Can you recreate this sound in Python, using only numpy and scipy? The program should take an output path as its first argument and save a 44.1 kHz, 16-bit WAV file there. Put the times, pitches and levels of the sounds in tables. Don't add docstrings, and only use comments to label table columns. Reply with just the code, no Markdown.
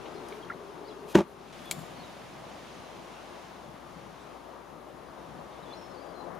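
import sys
import numpy as np
from scipy import signal
from scipy.fft import rfft, irfft, next_fast_len
from scipy.io import wavfile
from scipy.ndimage import uniform_filter1d, map_coordinates

SR = 44100
rng = np.random.default_rng(int(sys.argv[2]) if len(sys.argv) > 2 else 0)


def store_pcm(level_fs):
    pcm = np.round(np.clip(level_fs, -1, 1) * 32767).astype(np.int16)
    wavfile.write(sys.argv[1], SR, np.atleast_2d(pcm).T)


def rack_gain(trim_db):
    fader = np.asarray(trim_db, float)
    return 10 ** (fader / 20)


N = 281799
CUT_S = 1.524
TOP_HZ = 15700


def unit(x):
    return x / np.sqrt(np.mean(x ** 2) + 1e-20)


def along(points, hz):
    f, v = np.transpose(points)
    return np.interp(np.log(hz + 1), np.log(f + 1), v)


def curves(rows):
    s, *columns = np.transpose(rows)
    return [np.interp(np.arange(N) / SR, s, column) for column in columns]


def swells(rows, calm_db):
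    t = np.arange(N) / SR
    power = rack_gain(calm_db) ** 2
    for s, half, db in rows:
        power = power + rack_gain(db) ** 2 * np.exp(-((t - s) / half) ** 2)
    return 10 * np.log10(power)


def wobble(rate):
    knots = rng.standard_normal(int(N * rate / SR) + 4)
    return map_coordinates(knots, [np.arange(N) * rate / SR])


def filtered(x, response):
    m = next_fast_len(x.shape[-1] + 8192)
    return irfft(rfft(x, m) * response(np.fft.rfftfreq(m, 1 / SR)), m)[..., :x.shape[-1]]


def coloured_noise(spectrum, count):
    return unit(filtered(rng.standard_normal(count), lambda hz: rack_gain(along(spectrum, hz))))


def burst(spectrum, t, t60):
    return coloured_noise(spectrum, len(t)) * rack_gain(-60 * t / t60)


def ring(modes, t, attack, scatter_db):
    out = np.zeros(len(t))
    for hz, db, t60 in modes:
        level = rack_gain(db + scatter_db * rng.normal() - 60 * t / t60)
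        out += level * np.sin(2 * np.pi * hz * t)
    return out * (1 - np.exp(-t / attack))


def whistles(notes):
    out, shake, flutter = np.zeros(N), wobble(220), wobble(120)
    for s, length, first_hz, last_hz, db, blur in notes:
        u = np.linspace(0, 1, round(length * SR))
        here = slice(round(s * SR), round(s * SR) + len(u))
        hz = (first_hz + (last_hz - first_hz) * u) * (1 + 0.03 * blur * shake[here])
        level = rack_gain(db + 3 + 2.7 * blur * flutter[here]) * np.abs(np.sin(np.pi * u)) ** 0.22
        add(out, s, level * np.sin(2 * np.pi * np.cumsum(hz) / SR))
    return out


def add(track, s, x):
    place = track[round(s * SR):][:len(x)]
    place += x[:len(place)]


def panned(x, lean_db):
    return x * rack_gain(np.array([lean_db / 2 + np.zeros(N), -lean_db / 2 + np.zeros(N)]))


def echoes(x, t60):
    t = np.arange(SR // 3) / SR
    tail = rng.standard_normal((2, len(t))) * rack_gain(-60 * t / t60)
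    late = np.pad(x, (90, 0))[None]
    return signal.fftconvolve(late, tail / np.linalg.norm(tail[0]), axes=1)[:, :N]


# frequency in Hz, likeness from 0 to 1.
LIKENESS = [(60, 0.17), (150, 0.77), (380, 0.42), (950, 0.51), (2380, 0.56), (5980, 0.57), (15000, 0.33)]


def rush(spectrum, patchy_db, lean_db):
    z = signal.stft(rng.standard_normal((2, N + 512)), nperseg=512)[2]
    field = uniform_filter1d(rng.standard_normal(z.shape[1:]), size=6, axis=0)
    field = uniform_filter1d(field, size=12, axis=1)
    pair = signal.istft(z * rack_gain(patchy_db * unit(field)), nperseg=512)[1][:, :N]

    def mid_side(hz):
        turn = np.arccos(np.clip(along(LIKENESS, hz), -1, 1)) / 2
        return rack_gain(along(spectrum, hz)) * [np.cos(turn), np.sin(turn)]

    mid, side = filtered(pair, mid_side)
    both = panned(np.array([mid + side, mid - side]), lean_db)
    return both / np.sqrt(np.mean(both.mean(axis=0) ** 2))


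# frequency in Hz, density in dB per Hz.
RUMBLE_COLOUR = [(15, -66), (25, -36), (36, -38), (49, -24), (65, -20), (81, -10.5), (168, 0.5),
                 (300, -6.5), (390, -39), (660, -120)]
SURF_COLOUR = [(150, -23), (250, -6), (313, -5.5), (345, -1.5), (428, -5), (614, -3), (1180, -7),
               (1390, -13), (1700, -18), (2210, -25.5), (3740, -120)]
NEEDLE_COLOUR = [(880, -23.5), (1500, -1), (1660, -2.5), (2510, -2.5), (3700, -5), (4410, -8.5),
                 (6640, -12), (7600, -15.5), (9880, -19), (16700, -120)]
HISS_COLOUR = [(4350, -26), (7400, -8), (8470, -2.5), (9640, 1), (11600, -1.5), (14800, -5), (15500, -10),
               (16000, -19)]
# time in seconds, level in dB.
WIND = [(0, -57), (.36, -55.5), (.52, -60.5), (.95, -59.5), (1.4, -60), (1.515, -57), (1.53, -54),
        (1.75, -55.5), (2.1, -54.5), (2.4, -56), (2.65, -54.5), (3.2, -57), (3.7, -58.5), (4.0, -59.5),
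        (4.75, -62.5), (5.4, -61), (5.85, -60.5), (6.39, -62)]
# time in seconds, surf level in dB, left over right in dB.
SEA = [(0, -48, 8), (.5, -49, 7.5), (1.5, -50.5, 6), (1.7, -48.5, 6), (2.3, -49, 2), (3.1, -49, 4.5),
       (3.9, -50.5, 6.5), (4.75, -50, 7.5), (5.4, -49, 5.5), (5.87, -49.5, 8.5), (6.1, -49, 11),
       (6.39, -46.5, 10)]
# middle in seconds, half length in seconds, level in dB.
GUSTS = [
    (0, 0.36, -57),
    (.51, 0.22, -55),
    (1.65, .2, -53),
    (2.25, 0.61, -53.5),
    (2.9, 0.32, -59),
    (3.75, 0.47, -56.5),
    (4.85, .15, -70),
    (5.35, .35, -56),
    (6.42, 0.18, -54),
]
# middle in seconds, half length in seconds, level in dB.
RUSTLES = [
    (.33, .08, -71),
    (1.07, .05, -74),
    (1.3, 0.035, -69),
    (1.72, 0.11, -67),
    (2.0, .25, -75),
    (6.38, .05, -78),
]


def outdoors():
    calm_db, hiss_db = -59.5, -75.5
    wind_hiss_db, hiss_follows = -76, 0.62
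    (needles_db,), (surf_db, lean_db) = curves(WIND), curves(SEA)
    raised = rack_gain(wind_hiss_db + hiss_follows * (needles_db - needles_db.mean()))
    hiss_level = np.hypot(rack_gain(swells(RUSTLES, hiss_db)), raised)
    swell = wobble(2.68)
    rumble_level = rack_gain(swells(GUSTS, calm_db) + 1.25 * wobble(9))
    surf_level = rack_gain(surf_db + 1.32 + 0.3 * swell + 0.32 * wobble(14))
    needle_level = rack_gain(needles_db + 0.65 + 0.5 * swell + 0.34 * wobble(13))
    rumble = rumble_level * rush(RUMBLE_COLOUR, patchy_db=1.5, lean_db=0.99 * lean_db)
    surf = surf_level * rush(SURF_COLOUR, patchy_db=0.89, lean_db=1.03 * lean_db)
    needles = needle_level * rush(NEEDLE_COLOUR, patchy_db=0.6, lean_db=0.092 * lean_db)
    hiss = hiss_level * rush(HISS_COLOUR, patchy_db=1 / 3, lean_db=.1)
    return rumble + surf + filtered(needles + hiss, lambda hz: hz < TOP_HZ)


# frequency in Hz, density in dB per Hz.
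THUMP_COLOUR = [(300, -120), (450, 2), (600, 0), (850, -4), (1300, -120)]


def wave():
    start_s, rise_s, level_db, grows_db_per_s = 5.85, 0.18, -51.5, 1
    since = np.arange(N) / SR - start_s
    level = np.clip(since / rise_s, 0, 1) ** 2 * rack_gain(level_db + grows_db_per_s * since)
    return level * rush(THUMP_COLOUR, patchy_db=-2.5, lean_db=16)


# frequency in Hz, level in dB.
ENGINE = [(50, -86), (69, -76)]


def far_engine():
    t = np.arange(N) / SR
    tones = np.zeros(N)
    for hz, db in ENGINE:
        level = rack_gain(db + 1 + 4.4 * wobble(3))
        turns = np.cumsum(hz * (1 + 0.012 * wobble(1.3))) / SR
        tones += level * np.sin(2 * np.pi * turns)
    return panned(tones * np.clip((t - CUT_S) / 2.7, 0, 1), 23)


# start in
# seconds, length in seconds, first pitch in Hz, level in dB.
CHIRPS_AND_CLINKS = [(.142, 0.018, 4950, -63), (.158, .028, 4220, -61), (.427, .014, 3220, -53),
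                     (.847, 0.04, 4560, -65), (.868, 0.027, 4950, -61.5), (.882, 0.017, 4170, -61),
                     (.892, .018, 3900, -57), (.9, .048, 5000, -69), (.908, .024, 3330, -59),
                     (.975, 0.053, 4400, -73), (1.645, 0.063, 3450, -56), (1.73, .025, 3520, -63),
                     (1.95, 0.043, 4450, -64), (1.995, .03, 4370, -59), (2.028, 0.034, 3840, -59),
                     (2.063, .04, 3700, -72)]
SONG = [(5.515, 0.026, 3700, -69), (5.555, .025, 3500, -70), (5.625, .02, 3780, -61),
        (5.655, 0.034, 3430, -63), (5.69, 0.026, 3550, -61), (5.71, 0.023, 3430, -53.5),
        (5.728, 0.017, 4040, -52), (5.745, .015, 4700, -66), (5.756, .012, 5100, -64.5),
        (5.764, 0.041, 5520, -61), (5.81, 0.069, 5420, -62), (5.832, .05, 4320, -71),
        (5.895, .05, 4190, -70), (5.899, .03, 5290, -68), (5.94, .02, 4720, -65), (5.969, 0.022, 4550, -62),
        (6.0, 0.044, 4830, -66), (6.058, 0.073, 4790, -69), (6.125, .025, 4280, -70),
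        (6.148, 0.05, 4140, -61.5), (6.2, .018, 4090, -60)]
SWOOPS = [
    (4.207, .03, 8150, -72),
    (4.37, .04, 5000, -74),
    (5.075, .04, 5000, -73),
]


def bird():
    droop_hz_per_s, swoop_hz_per_s = 1300, 22000
    chirp_clear_s, song_clear_s = .019, .01
    slur_gap_s, slur_share = .003, .25
    rows = []
    for notes, fall, clear, slurs in (
        (CHIRPS_AND_CLINKS, droop_hz_per_s, chirp_clear_s, False),
        (SONG, droop_hz_per_s, song_clear_s, True),
        (SWOOPS, swoop_hz_per_s, chirp_clear_s, False),
    ):
        for (s, length, hz, db), after in zip(notes, notes[1:] + notes[:1]):
            last_hz = hz - fall * length
            if slurs and abs(s + length - after[0] - slur_gap_s) < 2 * slur_gap_s:
                last_hz = hz + slur_share * (after[2] - hz)
            rows.append((s, length, hz, last_hz, db, min(1, clear / length)))
    return whistles(rows)


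# frequency in Hz, density in dB per Hz.
SNAP_COLOUR = [(410, -30), (700, 1), (1630, -12), (2210, -9), (3750, -2), (6540, -11), (7170, 2.5),
               (8400, -6), (12200, -8.5), (15400, -17), (16500, -34)]
# frequency in Hz, level in dB, t60 in seconds.
CAN_MODES = [(2270, 0, 0.028), (3210, -6, 0.028), (3760, -2, .02), (4600, -5, 0.023), (7000, -4, 0.032),
             (7600, -12, .03), (9400, -10, 0.054)]
# start in seconds, level in dB, t60 in seconds.
BREAK = (1.7115, -21, .014)
# start in seconds, level in dB, t60 in seconds, share of can ring.
OPENING = [
    (1.7122, -26, 0.029, 0.7),
    (1.722, -36, 0.043, .3),
    (1.725, -53, 0.61, .01),
    (1.79, -56, .3, .01),
]


def tab():
    out, t = np.zeros(N), np.arange(SR // 4) / SR
    rise = 1 - np.exp(-t / 0.00011)
    break_s, break_db, break_t60 = BREAK
    add(out, break_s, rack_gain(break_db) * burst(SNAP_COLOUR, t, break_t60) * rise)
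    for s, db, t60, share in OPENING:
        noise = burst(SNAP_COLOUR, t, t60) * rise
        can = ring(CAN_MODES, t, attack=0.00025, scatter_db=3.0)
        add(out, s, rack_gain(db) * (noise + share * can))
    return out


# start in seconds, level in dB, pitch in Hz, t60 in seconds, pitch rise as a share.
CLINKS = [
    (.055, -46, 2870, 0.056, 0.036),
    (.323, -42, 2270, .04, 0),
    (0.498, -38, 1310, .025, .05),
]
# start in seconds, level in dB, low edge in Hz, high edge in Hz, t60 in seconds.
TICKS = [(.056, -47, 1800, 4100, 0.054), (.285, -46.5, 4800, 11600, 0.031), (.324, -43.5, 1800, 3980, .03),
         (.45, -52, 2800, 7000, .03), (.487, -48, 2100, 3200, .025), (.499, -34, 1100, 2140, 0.037),
         (1.411, -57, 2430, 6000, .04), (1.525, -56, 3000, 9000, 0.065), (1.655, -57, 8000, 14100, 0.052),
         (6.254, -45, 500, 1200, .03), (6.35, -58, 5000, 13000, .03)]
# start and length in seconds, first and last pitch in Hz, level in dB.
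GURGLES = [
    (0.501, 0.0094, 1340, 1395, -34),
    (0.51, 0.0177, 1470, 2140, -44.5),
]


def cans():
    out, t = np.zeros(N), np.arange(SR // 5) / SR
    soft = (1 - np.exp(-t / 0.00039)) ** 2
    for s, db, hz, t60, rise in CLINKS:
        turns = np.cumsum(hz * (1 + rise * np.minimum(t / 0.011, 1))) / SR
        add(out, s, rack_gain(db - 60 * t / t60) * np.sin(2 * np.pi * turns) * soft)
    for s, db, low_hz, high_hz, t60 in TICKS:
        band = [(low_hz / 2, -120), (low_hz, 0), (high_hz, -3), (high_hz * 2, -120)]
        add(out, s, rack_gain(db) * soft * burst(band, t, t60))
    return out + whistles([row + (.3,) for row in GURGLES])


# frequency in Hz, width in Hz, level in dB.
CABINET = [(249, 45, -11), (383, 36, 2), (434, 39, -0.5)]
# frequency in Hz, level in dB, left over right in dB, unsteadiness in dB.
COMPRESSOR = [(59.2, -68.5, 12, .7), (345, -67, 3, 4)]


def fridge():
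    fan_db, shut_s, shut_loss_db = -50, 1.15, 4

    def cabinet(f):
        response = 0
        for k, (hz, width, db) in enumerate(CABINET):
            mode = 1j * f * width / (hz * hz - f * f + 1j * f * width)
            response = response + (-1) ** k * rack_gain(db) * mode
        return response

    t = np.arange(N) / SR
    near = np.clip((CUT_S + 0.16 - t) / .3, 0, 1)
    draught_db = fan_db - shut_loss_db * (t > shut_s) + 1.0 + 2.6 * wobble(11.1)
    out = panned(unit(filtered(rng.standard_normal(N), cabinet)) * rack_gain(draught_db) * near, 2.3)
    for hz, db, lean_db, shake_db in COMPRESSOR:
        level = rack_gain(db + shake_db * wobble(4.4)) * np.sqrt(2)
        out += panned(level * np.sin(2 * np.pi * hz * t), lean_db)
    return out


# frequency in Hz, level in dB, t60 in seconds.
SHELL_MODES = [(84, -14.5, 0.083), (166, -25, 0.2), (196, -0.5, 0.17), (258, -0.5, 0.082), (288, -5, 0.047),
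               (307, 5.5, 0.056), (335, 8.5, 0.1), (376, -11, 0.19), (445, -7, 0.097), (555, 7, 0.078),
               (605, -2, 0.125), (668, -4, 0.11), (870, -1.5, 0.13), (956, -7, 0.16), (1140, -1.5, 0.064),
               (1164, 1, 0.06), (1330, -9.5, 0.028), (1475, -2, 0.071)]
# frequency in Hz, density in dB per Hz.
SLAP_COLOUR = [(410, -39), (700, -0.5), (2050, -10), (3410, -13.5), (4430, -21), (7010, -21.5), (8650, -29),
               (11800, -33), (16000, -58)]
GASP_COLOUR = [(1470, -37), (2500, 1), (3830, -6), (4800, -8), (5390, -8), (7710, -10), (13800, -13),
               (16000, -26)]
# start in seconds, ring level in dB, seal crack level in dB.
LANDINGS = [
    (1.1521, -10.5, -16),
    (1.1655, -27, -38),
    (1.176, -29, -42),
    (1.183, -22.5, -32),
    (1.188, -22.5, -34),
    (1.201, -28, -38),
    (1.206, -26, -46),
    (1.22, -36, -56),
]
# time in seconds, level in dB.
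PUFF = [
    (1.065, -80),
    (1.085, -57),
    (1.128, -53),
    (1.138, -67),
    (1.146, -57),
    (1.153, -45),
    (1.19, -67),
    (1.22, -74),
    (1.25, -83),
]
# time in seconds, level in dB.
CLATTER = [
    (1.141, -58),
    (1.15, -35),
    (1.153, -25),
    (1.162, -35),
    (1.19, -36),
    (1.209, -44),
    (1.25, -66),
]


def lid():
    palm_hz, palm_power = 120, .55
    rattle_db, rattle_per_s = 2.4, 300
    out, t = np.zeros(N), np.arange(SR // 3) / SR
    held = [(hz, db, t60 * (palm_hz / hz) ** palm_power) for hz, db, t60 in SHELL_MODES]
    for s, ring_db, crack_db in LANDINGS:
        add(out, s, rack_gain(ring_db) * ring(held, t, attack=0.0036, scatter_db=2))
        add(out, s + 0.00177, rack_gain(crack_db) * burst(SLAP_COLOUR, t, t60=1 / 100))
    for colour, strength, shake_db in (GASP_COLOUR, PUFF, 0), (SLAP_COLOUR, CLATTER, rattle_db):
        level_db = curves([(1.0, -140)] + strength + [(1.4, -140)])[0]
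        level_db = level_db + shake_db * wobble(rattle_per_s) + 2
        out += coloured_noise(colour, N) * rack_gain(level_db)
    return filtered(out, lambda hz: (1j * hz / (45 + 1j * hz)) ** 2 * (hz < TOP_HZ))


def scene():
    shut, tins, snap, song = lid(), cans(), tab(), bird()
    near = panned(shut, 0.34) + panned(tins, 1.5) + panned(snap, 3.8)
    near += rack_gain(-12.0) * echoes(shut + tins, t60=0.029) + rack_gain(-17) * echoes(snap, t60=0.09)
    trees = panned(song, 3) + rack_gain(-5) * echoes(song, t60=.3)
    return near + trees + fridge() + far_engine() + outdoors() + wave()


def low_pass(x):
    return signal.sosfilt(signal.butter(12, 16640, fs=SR, output="sos"), x)


# frequency in Hz, width in Hz, level in dB.
TREBLE_DIPS = [(7630, 180, -9), (8340, 220, -10.5)]


def record(dry):
    duck_s, duck_db, duck_in_s, duck_out_s = 1.2, 3, .05, .17

    def treble_response(f):
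        dips_db = sum(db / (1 + (2 * (f - hz) / width) ** 2) for hz, width, db in TREBLE_DIPS)
        return rack_gain(dips_db) * (f < 16640)

    t = np.arange(N) / SR
    splice = rack_gain(-6 * np.exp(-((t - CUT_S + .002) / 0.0021) ** 2))
    since = np.maximum(t - duck_s, 0)
    ducking = (1 - np.exp(-since / duck_in_s)) * np.exp(-since / duck_out_s)
    duck = rack_gain(-2 * duck_db * ducking * (since < CUT_S - duck_s))
    return low_pass(filtered(dry, treble_response) * splice * duck)


dry = scene()
out = record(dry)
store_pcm(out)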